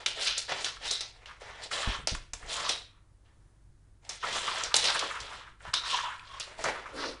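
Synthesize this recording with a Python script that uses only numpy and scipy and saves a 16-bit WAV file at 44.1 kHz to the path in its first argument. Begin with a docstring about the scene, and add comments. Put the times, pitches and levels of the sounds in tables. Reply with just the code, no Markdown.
"""A cat crawls head first into a thin cardboard carton and shoves it over a wooden floor in a small room.
In the first second claws rasp and the card snaps, both made of tiny random slips and cracks rung by the carton.
A calmer second follows, then thuds (slow floor swings), a sharp snap and more rasping, then near stillness to 4 s.
The busiest part comes next: loud snaps near 4.7 s, long scrapes and skids, then hoarse squeaks near 6 s
and last knocks and drags from 6.6 s. Low rumble, faint hiss and mains hum run throughout."""
import sys
import numpy as np
from scipy import signal
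from scipy.fft import rfft, irfft
from scipy.io import wavfile
from scipy.ndimage import uniform_filter1d

SR = 44100
rng = np.random.default_rng(int(sys.argv[2]) if len(sys.argv) > 2 else 0)


def waveform_to_disk(signal):
    """Save audio, clipped to [-1, 1], as 16-bit WAV at the path in sys.argv[1]."""
    frames = np.transpose(np.atleast_2d(signal))
    scaled = np.clip(frames, -1, 1) * 32767
    samples = np.round(scaled).astype(np.int16)
    wavfile.write(sys.argv[1], SR, samples)


N = 317520
# movements are shaped on a millisecond clock [s]
CLOCK = np.arange(0, N / SR, .001)


def undb(db):
    """Decibels to gain."""
    return 10 ** (np.asarray(db) / 20)


def unit(x):
    """Scale to rms 1."""
    return x / np.sqrt(np.mean(x ** 2))


def walk(rate):
    """Smooth random wander with a spread near 1, taking about rate new values a second."""
    k = max(int(SR / rate), 1)
    steps = np.repeat(rng.standard_normal(N // k + 1), k)
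    return unit(uniform_filter1d(steps, k))[:N]


def colour(x, points):
    """Shape a sound by (frequency [Hz], level [dB]) points."""
    hz, db = np.transpose(points)
    f = np.maximum(np.fft.rfftfreq(N, 1 / SR), 1)
    gain = undb(np.interp(np.log(f), np.log(hz), db))
    return irfft(rfft(x) * gain, N)


def add(track, s, sound):
    """Mix a sound in at time s."""
    i = int(s * SR)
    track[i:i + len(sound)] += sound[:N - i]


def per_sample(control):
    """A control on the millisecond clock, at every sample."""
    return np.interp(np.arange(N) / SR, CLOCK, control)


# how fast a held movement tires
SAG_DB_PER_S = 10.5


def swell(start_s, attack_s, hold_s, release_s):
    """Gain of one movement: it builds up, holds with a slight sag and dies away by 60 dB in release_s."""
    t = CLOCK - start_s
    rise = np.clip(t / max(attack_s, 1e-3), 0, 1)
    held = np.clip(t - attack_s, 0, hold_s)
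    released = np.maximum(t - attack_s - hold_s, 0)
    fade = np.exp(-np.log(1000) * released / max(release_s, .02))
    return rise * undb(-SAG_DB_PER_S * held) * fade


def movements(rows):
    """Gain of (start, attack, hold, release, dB) movements whose powers add up."""
    power = sum((undb(db) * swell(*shape)) ** 2 for *shape, db in rows)
    return per_sample(np.sqrt(power))


def ring(x, hz, width_hz):
    """One resonance, gain 1 at its centre."""
    top = SR * .45
    hz = min(hz, top)
    return signal.lfilter(*signal.iirpeak(hz, hz / min(width_hz, top), fs=SR), x)


# what the carton rings with: (frequency [Hz], width [Hz], level over the unrung push [dB])
CARTON_RINGS = [(462, 160, -5.5), (577, 32, -6.5), (670, 57, -8), (900, 15, -6), (1170, 15, -21),
                (1334, 64, -4), (1763, 37, -7.5), (3480, 130, -16), (4010, 110, -7.5), (5650, 51, -8.5),
                (5605, 72, -13), (7470, 130, -11), (8950, 86, -21.5)]


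def carton(x):
    """The card passes every push on and adds its panel and cavity resonances."""
    return x + sum(undb(db) * ring(x, hz, width) for hz, width, db in CARTON_RINGS)


def burst(decay_s, rise_s):
    """A quick train of fibre cracks that dies away."""
    t = np.arange(SR // 8) / SR
    cracks = rng.choice([-1, 1], len(t))
    return cracks * np.exp(-t / max(decay_s, 1e-4)) * (1 - np.exp(-t / rise_s))


def blow(push, hz, width_hz):
    """A push on a patch of card tuned near hz, scaled to a peak of about 1."""
    y = carton(ring(ring(push, hz, width_hz), hz, width_hz))
    power = uniform_filter1d(y ** 2, size=64)
    return y / (2.1 * np.sqrt(power.max()))  # 2.1: crest of a crack over its loudest moment


def friction(rate, spread_db, judder_hz, judder_db):
    """Dense tiny slips of unequal size that bunch up as the contact grips and lets go."""
    slips = (rng.random(N) < rate / SR) * rng.choice([-1, 1], N)
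    sizes = undb(spread_db * np.minimum(rng.exponential(size=N), 4))
    return slips * sizes * undb(judder_db * walk(judder_hz))


def scrape(slips, points, patchy_db, focus_hz=1, focus_db=0):
    """Slips through the carton, rms 1; bands swell unevenly as the contact wanders over the card."""
    spectrum, out = rfft(colour(carton(slips), points)), 0
    octaves = np.log2(np.maximum(np.fft.rfftfreq(N, 1 / SR), 1))
    centres = np.linspace(np.log2(200), np.log2(9000), 12)
    focus = np.log2(focus_hz)
    for centre, band in zip(centres, np.eye(len(centres))):
        # bands near the focus pitch are lifted
        lift_db = focus_db * np.exp(-((centre - focus) / 0.44) ** 2)
        band_sound = irfft(spectrum * np.interp(octaves, centres, band), N)
        out = out + band_sound * undb(patchy_db * walk(28) + lift_db)
    return unit(out)


# tone of the faint hiss in the still room: (frequency [Hz], level [dB])
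AIR_COLOUR = [(100, -10), (240, -1.5), (330, 3), (450, -6), (950, -8), (1900, -12.5), (2500, -19),
              (10000, -18.5)]


def air():
    """Faint room hiss: shaped noise with a slightly wandering level."""
    return unit(colour(rng.standard_normal(N), AIR_COLOUR)) * undb(-72 + .7 * walk(6.53))


# mains hum: (frequency [Hz], middle rms level [dB])
HUM_TONES = [(48.5, -66), (97, -68)]


def hum():
    """Mains hum: steady low tones whose levels wander a little."""
    t = np.arange(N) / SR
    return sum(undb(db + 0.89 * walk(3.2)) * np.sqrt(2) * np.sin(2 * np.pi * hz * t) for hz, db in HUM_TONES)


# tone of the low rumble: (frequency [Hz], level [dB])
RUMBLE_COLOUR = [(20, -5.5), (45, -2), (62, -5), (80, -11), (110, -9.5), (160, -18.5), (260, -32),
                 (600, -58.5)]


def rumble():
    """Unsteady low noise; the boards rumble on after each thud."""
    # the boards start 30.5 dB under the thud and take 0.8 s to fall by 60 dB
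    shake = movements([(s, .02, 0, .8, db - 30.5) for s, db, _, _ in THUDS])
    strength = np.hypot(undb(-62.5), shake)
    noise = unit(colour(rng.standard_normal(N), RUMBLE_COLOUR))
    return noise * strength * undb(2.25 + 2 * walk(11))


def background():
    """Low rumble, faint hiss and mains hum together."""
    return rumble() + air() + hum()


# how quickly the room falls silent: (frequency [Hz], time to fall by 60 dB [s])
ROOM_DECAY = [(200, 0.43), (800, 0.3), (2100, 0.4), (5500, 0.2), (10000, 0.28)]
ROOM_DRIFT_HZ = 1.504  # how fast the reflections change as cat and carton move


def room(x, wet_db, gap_s):
    """Hard floor and cupboards return a short, dense, changing tail, each pitch range fading at its own pace."""
    t = np.arange(SR // 2) / SR
    f = np.fft.rfftfreq(len(t), 1 / SR)
    hz, t60 = np.transpose(ROOM_DECAY)
    # three random tails share the sound in ever-changing amounts
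    shares, wet = np.array([walk(ROOM_DRIFT_HZ) for _ in range(3)]), 0
    for share in shares / np.linalg.norm(shares, axis=0):
        noise = rfft(rng.standard_normal(len(t)))
        tail = 0
        for band, life in zip(np.eye(len(hz)), t60):
            tail = tail + irfft(noise * np.interp(f, hz, band)) * np.exp(-np.log(1000) * t / life)
        tail = tail * (t > gap_s)
        wet = wet + signal.fftconvolve(x * share, tail / np.linalg.norm(tail))[:N]
    return x + undb(wet_db) * wet


# soft heavy thuds through the floor: (time [s], level [dB], pitch [Hz], decay [s])
THUDS = [(1.873, -18, 46, 0.017), (1.987, -32.5, 59.6, 0.007), (2.035, -33, 59.6, 0.009),
         (2.118, -22.5, 49, 0.012), (2.139, -33.5, 29.5, 0.05), (2.332, -37, 40, 0.025),
         (2.43, -41, 25.5, 0.059), (3.114, -51, 45.3, 0.026), (5.2, -42.5, 61, 0.027),
         (5.675, -37, 70, 0.015)]


def thuds():
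    """A few slow swings of the floor, with a dull patter at the contact."""
    out, t = np.zeros(N), np.arange(SR // 4) / SR
    for s, db, hz, decay_s in THUDS:
        # two modes of the boards
        swing = np.sin(2 * np.pi * hz * t) + undb(-5.5) * np.sin(2 * np.pi * 1.8 * hz * t)
        add(out, s, undb(db) * swing * np.exp(-t / decay_s) * (1 - np.exp(-t / 0.0052)))
        patter = blow(burst(.016, rise_s=.001), hz=143, width_hz=180)
        add(out, s, undb(db - 9.0) * patter)
    return out


# paws and head bumping the carton:
# (time [s], peak level before the layer's trim [dB], centre [Hz], rattle decay [s])
KNOCKS = [(0.168, -31, 560, 0.042), (0.492, -29.5, 603, 0.0096), (0.513, -31, 530, 0.0072),
          (0.767, -33, 1350, .005), (0.913, -31, 600, .008), (1.258, -31, 2800, 0.0041),
          (1.416, -32.5, 586, 0.0078), (1.713, -21, 1670, 0.007), (2.072, -22, 660, 0.012),
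          (2.15, -24.5, 1200, 0.0021), (2.428, -33.5, 1363, 0.0048), (2.695, -26, 600, .012),
          (4.239, -18, 1186, 0.015), (4.741, -15, 720, 0.0032), (5.025, -19, 850, 0.0039),
          (5.604, -38.5, 1580, 0.0072), (5.651, -29, 980, 0.0087), (5.734, -17, 1295, 0.0065),
          (6.194, -32, 2700, 0.0033), (6.378, -34, 1200, .004), (6.59, -23, 690, 0.0085),
          (6.643, -15, 1080, 0.008), (6.658, -20, 704, 0.0039), (6.995, -31, 1280, 0.0054)]


def knocks():
    """Padded blows make the carton rattle briefly on the floor."""
    out = np.zeros(N)
    for s, db, hz, rattle_s in KNOCKS:
        add(out, s, undb(db) * blow(burst(rattle_s, rise_s=0.00033), hz, width_hz=0.65 * hz))
    return out * undb(-4.0)


# a claw tip flicking off a card edge: (time [s], peak level [dB], centre [Hz])
TICKS = [(0.271, -23.5, 5500), (0.2967, -23, 3470), (4.7571, -14, 8000), (4.7647, -10.5, 7800),
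         (6.399, -23.5, 8000)]


def ticks():
    """Single hard flicks, over in about a millisecond."""
    out = np.zeros(N)
    for s, db, hz in TICKS:
        add(out, s, undb(db) * blow(burst(0.00012, rise_s=.00005), hz, width_hz=4000))
    return out


# a paw pad squeaking hoarsely as it slips:
# (start [s], attack [s], hold [s], 60 dB release [s], level [dB], pitch before its wobble [Hz])
SQUEAKS = [(5.641, .02, 0.0081, 0.11, -47.5, 985), (5.89, 0.038, 0.033, 0.28, -34.5, 1065),
           (6.018, 0.033, 0.024, 0.13, -34.5, 1053), (6.264, 0.041, 0.068, .15, -47.5, 1089)]


def squeak():
    """A pad sticks and slips about a thousand times a second, never quite evenly."""
    s, *_, pitch = np.transpose(SQUEAKS)
    wobble = 1 + 0.027 * walk(35) + 0.081 * walk(900)
    hz = np.interp(np.arange(N) / SR, s, pitch) * wobble
    phase = 2 * np.pi * np.cumsum(hz) / SR
    tone = np.sin(phase) + undb(-18.0) * np.sin(2 * phase) + undb(-8) * np.sin(3 * phase)
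    return unit(tone * undb(4.3 * walk(140))) * movements([row[:-1] for row in SQUEAKS])


# a stiff flap singing as it is dragged past:
# (start [s], attack [s], hold [s], 60 dB release [s], level before the trim [dB])
FLAP_DRAGS = [(0.86, 0.038, 0.063, 0.28, -35.5), (2.675, 0.026, 0.037, 0.32, -37.5),
              (4.738, 0.011, .12, .45, -30.5), (5.733, 0.0037, 0.0071, 0.43, -27.5)]
# tone of the flap: (frequency [Hz], level [dB])
FLAP_COLOUR = [(2000, -36.5), (3200, -13.5), (3800, 3.5), (4200, -3.5), (4700, -18), (5400, -7),
               (6500, -21), (10000, -42)]


def flap():
    """Friction sets a stiff flap singing."""
    slips = friction(rate=700, spread_db=2.0, judder_hz=125.6, judder_db=1.5)
    return unit(colour(carton(slips), FLAP_COLOUR)) * movements(FLAP_DRAGS) * undb(-1.5)


# the walls flexing as the cat leans in:
# (start [s], attack [s], hold [s], 60 dB release [s], level before the trim [dB])
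FLEXES = [(5.015, 0.009, .006, .12, -38.5), (6.58, 0.018, 0.087, 0.36, -53), (6.92, 0.035, .15, 0.21, -40)]
# tone of the walls: (frequency [Hz], level [dB])
FLEX_COLOUR = [(100, -12), (215, -6.5), (290, 5), (370, 1), (450, 1.5), (545, 4), (720, -11), (1500, -23.5)]


def walls():
    """Friction sets the broad walls groaning."""
    slips = friction(rate=1800, spread_db=1.0, judder_hz=49.2, judder_db=0.0)
    return unit(colour(carton(slips), FLEX_COLOUR)) * movements(FLEXES) * undb(-2.7)


# card snapping and claws catching:
# (time [s], crack peak before the layer's trim [dB], centre [Hz], crumple decay [s],
#  wall knock against the crack [dB], rustle afterwards against the listed peak [dB])
SNAPS = [(0.0608, -12, 3330, 0.0031, -16, -19), (0.2232, -21.5, 3690, 0.0066, -15, -25.5),
         (0.272, -15, 3715, 0.004, -17.5, -30.5), (0.378, -17.5, 6200, 0.007, -14.5, -22),
         (0.4915, -29, 3670, 0.0058, -16, -28), (0.644, -15.5, 4200, 0.0045, -14, -17.5),
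         (0.9098, -15, 5400, 0.007, -13.5, -21.5), (1.0064, -21.5, 4530, 0.0075, -13, -18.5),
         (1.2572, -41, 1996, 0.0027, -16, -7.5), (1.715, -31, 2530, 0.004, -3, -24.5),
         (2.072, -11, 5630, 0.00305, -10, -21.5), (2.1487, -30, 3390, 0.0036, 4, -29),
         (2.3337, -22, 6500, 0.0054, -4.5, -26.5), (2.6924, -13.5, 4220, 0.0057, -17, -21),
         (4.0487, -43, 3430, 0.0052, -14, -24), (4.0917, -23.5, 5600, 0.0065, -11, -15),
         (4.6354, -17.5, 5970, 0.0033, -13.5, -19.5), (4.7412, -6.5, 3800, 0.0038, -16, -26),
         (4.7641, -8, 6210, 0.0035, -23, -29), (4.9921, -16, 3890, 0.0051, -37.5, -25),
         (5.202, -29, 4885, 0.007, -12, -15), (5.7384, -10.5, 3700, 0.0032, -20, -23),
         (6.3996, -27, 3880, 0.012, -5.5, -14), (6.6402, -21.5, 6020, 0.0043, 0, -24.5)]


def snaps():
    """The card buckles with a bright crack, and the wall behind it knocks."""
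    out = np.zeros(N)
    for s, db, hz, crumple_s, wall_db, _ in SNAPS:
        crack = blow(burst(crumple_s, rise_s=0.0007), hz, width_hz=4030)
        wall = blow(burst(0.0047, rise_s=0.00067), hz=900, width_hz=5400)
        add(out, s, undb(db) * (crack + undb(wall_db) * wall))
    return out * undb(-2.5)


# hind paws skidding on the varnish:
# (start [s], attack [s], hold [s], 60 dB release [s], level before the trim [dB])
SKIDS = [(0.25, .025, 0.013, 0.19, -37), (0.65, .03, .025, 0.27, -41.5), (1.258, 0.013, 0.026, 0.36, -49),
         (1.72, 0.078, 0.17, 0.21, -41), (2.52, 0.076, .11, 0.32, -35.5), (2.88, .03, 0.084, 0.37, -66),
         (3.25, .02, 0.015, 0.53, -65.5), (4.226, 0.011, 0.013, .3, -32.5), (4.27, 0.074, 0.25, 1, -35.5),
         (4.84, .06, 0.23, 0.58, -34), (5.28, 0.092, .04, 0.54, -45.5), (5.645, 0.0081, 0.024, .3, -44),
         (5.73, 0.0068, .02, 0.84, -34.5), (5.83, 0.085, 0.18, 0.36, -34), (6.14, 0.025, 0.18, 0.94, -47),
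         (6.72, .04, .12, 0.76, -42.5), (6.94, 0.041, 0.075, 0.34, -36)]
# tone of the skids: (frequency [Hz], level [dB])
SKID_COLOUR = [(500, -27), (830, -15.5), (960, -0.5), (1150, -0.5), (1350, -3.5), (1700, -5), (2200, -10),
               (3000, -14), (4500, -27), (9000, -35.5)]


def skids():
    """Padded paws slip on the floor and give middle pitches."""
    slips = friction(rate=2000, spread_db=1.5, judder_hz=46.04, judder_db=4.65)
    return scrape(slips, SKID_COLOUR, patchy_db=1.8) * undb(-3.0) * movements(SKIDS)


# strokes of the forelegs; each rasps on the card and drags the carton over the boards:
# (start [s], attack [s], hold [s], 60 dB release [s], then levels before each layer's trim:
#  rasp [dB], fine hiss [dB], slide [dB], and the brightest pitch [Hz])
STROKES = [ (0.0, .004, .012, 0.23, -50.5, -67, -49, 3085),
           (0.154, 0.018, .06, 0.22, -42, -52, -43.5, 3500),
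           (0.185, 0.039, .035, 0.23, -31.5, -39.5, -54, 4400),
           (0.248, .022, .018, 0.35, -26, -50, -49, 3800), (0.359, 0.02, .008, 0.25, -32.5, -45, -55, 3980),
           (0.477, .03, 0.017, 0.22, -33.5, -50, -35, 2880),
           (0.541, 0.04, .08, 0.31, -38, -46, -45.5, 3950), (0.794, .04, .04, .22, -42, -58, -43.5, 3510),
           (0.832, 0.028, .08, 0.35, -35, -48, -57, 4410), (1.125, .04, .24, .2, -72, -79, -60.5, 2583),
           (1.393, 0.027, 0.24, 0.22, -52.5, -68, -48, 2900),
           (1.608, 0.03, 0.0033, .17, -39, -51.5, -56, 3890),
           (1.703, .028, .09, 0.36, -34.5, -43, -40, 3570), (1.843, 0.036, .08, .18, -37, -54, -42, 2880),
           (2.377, .055, .06, .25, -60.5, -60, -51, 3290), (2.46, 0.07, 0.19, 0.25, -35, -44, -42.5, 3814),
           (3.245, 0.0066, .03, 0.44, -74.5, -90, -71.5, 2600),
           (4.011, .06, .07, 0.38, -65.5, -64, -58.5, 3440), (4.191, 0.033, .01, .2, -45, -57, -59, 2976),
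           (4.223, .025, .05, .55, -38, -49, -39.5, 2600),
           (4.293, .06, .02, 0.35, -32.5, -41.5, -39.5, 3400),
           (4.398, 0.049, 0.21, .22, -35.5, -46, -42.5, 2975),
           (4.745, .015, 0.082, .4, -31.5, -41.5, -39, 4100),
           (4.814, 0.027, 0.05, 0.72, -27.5, -40.5, -37, 3847),
           (4.99, .045, 0.035, .6, -41, -54, -46.5, 3300),
           (5.184, 0.015, .19, 0.36, -45.5, -58.5, -51.5, 3180),
           (5.589, .055, .045, 0.22, -57, -60, -54, 2777),
           (5.833, 0.087, .012, 0.49, -29.5, -41.5, -47, 3440),
           (6.207, .08, .08, .4, -53, -66.5, -60, 3380), (6.44, .04, .1, 0.17, -60, -63.5, -52, 3000),
           (6.569, 0.029, .035, 0.28, -48, -50.5, -41.5, 3800),
           (6.636, .015, 0.038, 0.31, -41.5, -59, -31.5, 3000),
           (6.767, .03, 0.24, .4, -60.5, -73, -51, 2600),
           (6.93, 0.092, 0.074, 0.24, -40.5, -60, -44.5, 4510), ]
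# the card rustles on as it springs back; a higher snap leaves more hiss, and the carton shifts a little
RUSTLE_ATTACK_S, RUSTLE_HOLD_S, RUSTLE_T60_S = 0.007, .012, 0.31
RUSTLE_HISS_DB, RUSTLE_HISS_DB_PER_OCTAVE, RUSTLE_MIDDLE_HZ = -13.5, 4, 4000
RUSTLE_SLIDE_DB = -12.5


def contacts():
    """Strokes and the rustle after each snap, as (gain over time, rasp dB, hiss dB, slide dB, brightest Hz)."""
    for *shape, rasp_db, hiss_db, slide_db, hz in STROKES:
        yield swell(*shape), rasp_db, hiss_db, slide_db, hz
    for s, peak_db, hz, _, _, rustle_db in SNAPS:
        db = peak_db + rustle_db
        hiss_db = RUSTLE_HISS_DB + RUSTLE_HISS_DB_PER_OCTAVE * np.log2(hz / RUSTLE_MIDDLE_HZ)
        gain = swell(s, RUSTLE_ATTACK_S, RUSTLE_HOLD_S, RUSTLE_T60_S)
        yield gain, db, db + hiss_db, db + RUSTLE_SLIDE_DB, hz


def effort():
    """Gains of rasp, hiss and slide, and a brightest pitch that leans toward the strongest contact."""
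    gain, rasp_db, hiss_db, slide_db, hz = (np.array(column) for column in zip(*contacts()))
    power = gain ** 2 + 1e-18  # never quite zero, so the pitch stays defined
    rasp, hiss, slide = (undb(db) ** 2 @ power for db in (rasp_db, hiss_db, slide_db))
    pitch = (hz * undb(rasp_db) ** 2) @ power / rasp
    return [per_sample(control) for control in (np.sqrt(rasp), np.sqrt(hiss), np.sqrt(slide), pitch)]


# tone of the carton's base on the boards: (frequency [Hz], level [dB])
SLIDE_COLOUR = [(60, -19), (150, -10.5), (220, -12.5), (330, -10), (450, -4), (680, -1), (900, 0),
                (1350, -5.5), (2000, -1), (3000, -11.5), (5000, -15.5), (10000, -28.5)]


def sliding_base():
    """The flat base slips fairly evenly over the boards and gives middle pitches."""
    slips = friction(rate=4000, spread_db=1.5, judder_hz=71.6, judder_db=2.13)
    return scrape(slips, SLIDE_COLOUR, patchy_db=1.66) * undb(0.14)


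# tone of the fine hiss: (frequency [Hz], level [dB])
HISS_COLOUR = [(3000, -31.5), (5500, -4.5), (7000, 3.5), (8500, 0), (10300, -7)]


def fine_hiss():
    """Many fine slips on the card give the top treble."""
    slips = friction(rate=4100, spread_db=-1.5, judder_hz=153.6, judder_db=2.3)
    return scrape(slips, HISS_COLOUR, patchy_db=3) * undb(0.5)


# tone of the claws on card: (frequency [Hz], level [dB])
CLAW_COLOUR = [(300, -33.5), (900, -26), (1400, -5.5), (2300, -3), (3100, 0.5), (3900, -1.5), (5200, -2.5),
               (6500, -7), (8000, -38), (10300, -34)]


def claw_rasp(focus_hz):
    """Hard claws catch coarsely on the fibres, loudest around a moving pitch."""
    slips = friction(rate=2600, spread_db=-0.5, judder_hz=161.2, judder_db=1.5)
    return scrape(slips, CLAW_COLOUR, patchy_db=2.0, focus_hz=focus_hz, focus_db=7.0) * undb(-2.5)


def rubbing():
    """Sliding contacts: claws give treble, the base and the padded paws give mids."""
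    rasp_gain, hiss_gain, slide_gain, focus_hz = effort()
    card = claw_rasp(focus_hz) * rasp_gain + fine_hiss() * hiss_gain
    return card + sliding_base() * slide_gain + skids()


def scene():
    """Everything in the room, the same in both channels."""
    near = knocks() + ticks() + squeak() + flap() + walls() + snaps() + rubbing()
    mono = background() + thuds() + room(near, wet_db=-8.5, gap_s=0.0055)
    return np.array([mono, mono])


def record(dry):
    """A small camera close by cuts the treble steeply above 10450 Hz."""
    return signal.sosfilt(signal.ellip(10, .2, 70, 10450, fs=SR, output="sos"), dry)


dry = scene()
out = record(dry)
waveform_to_disk(out)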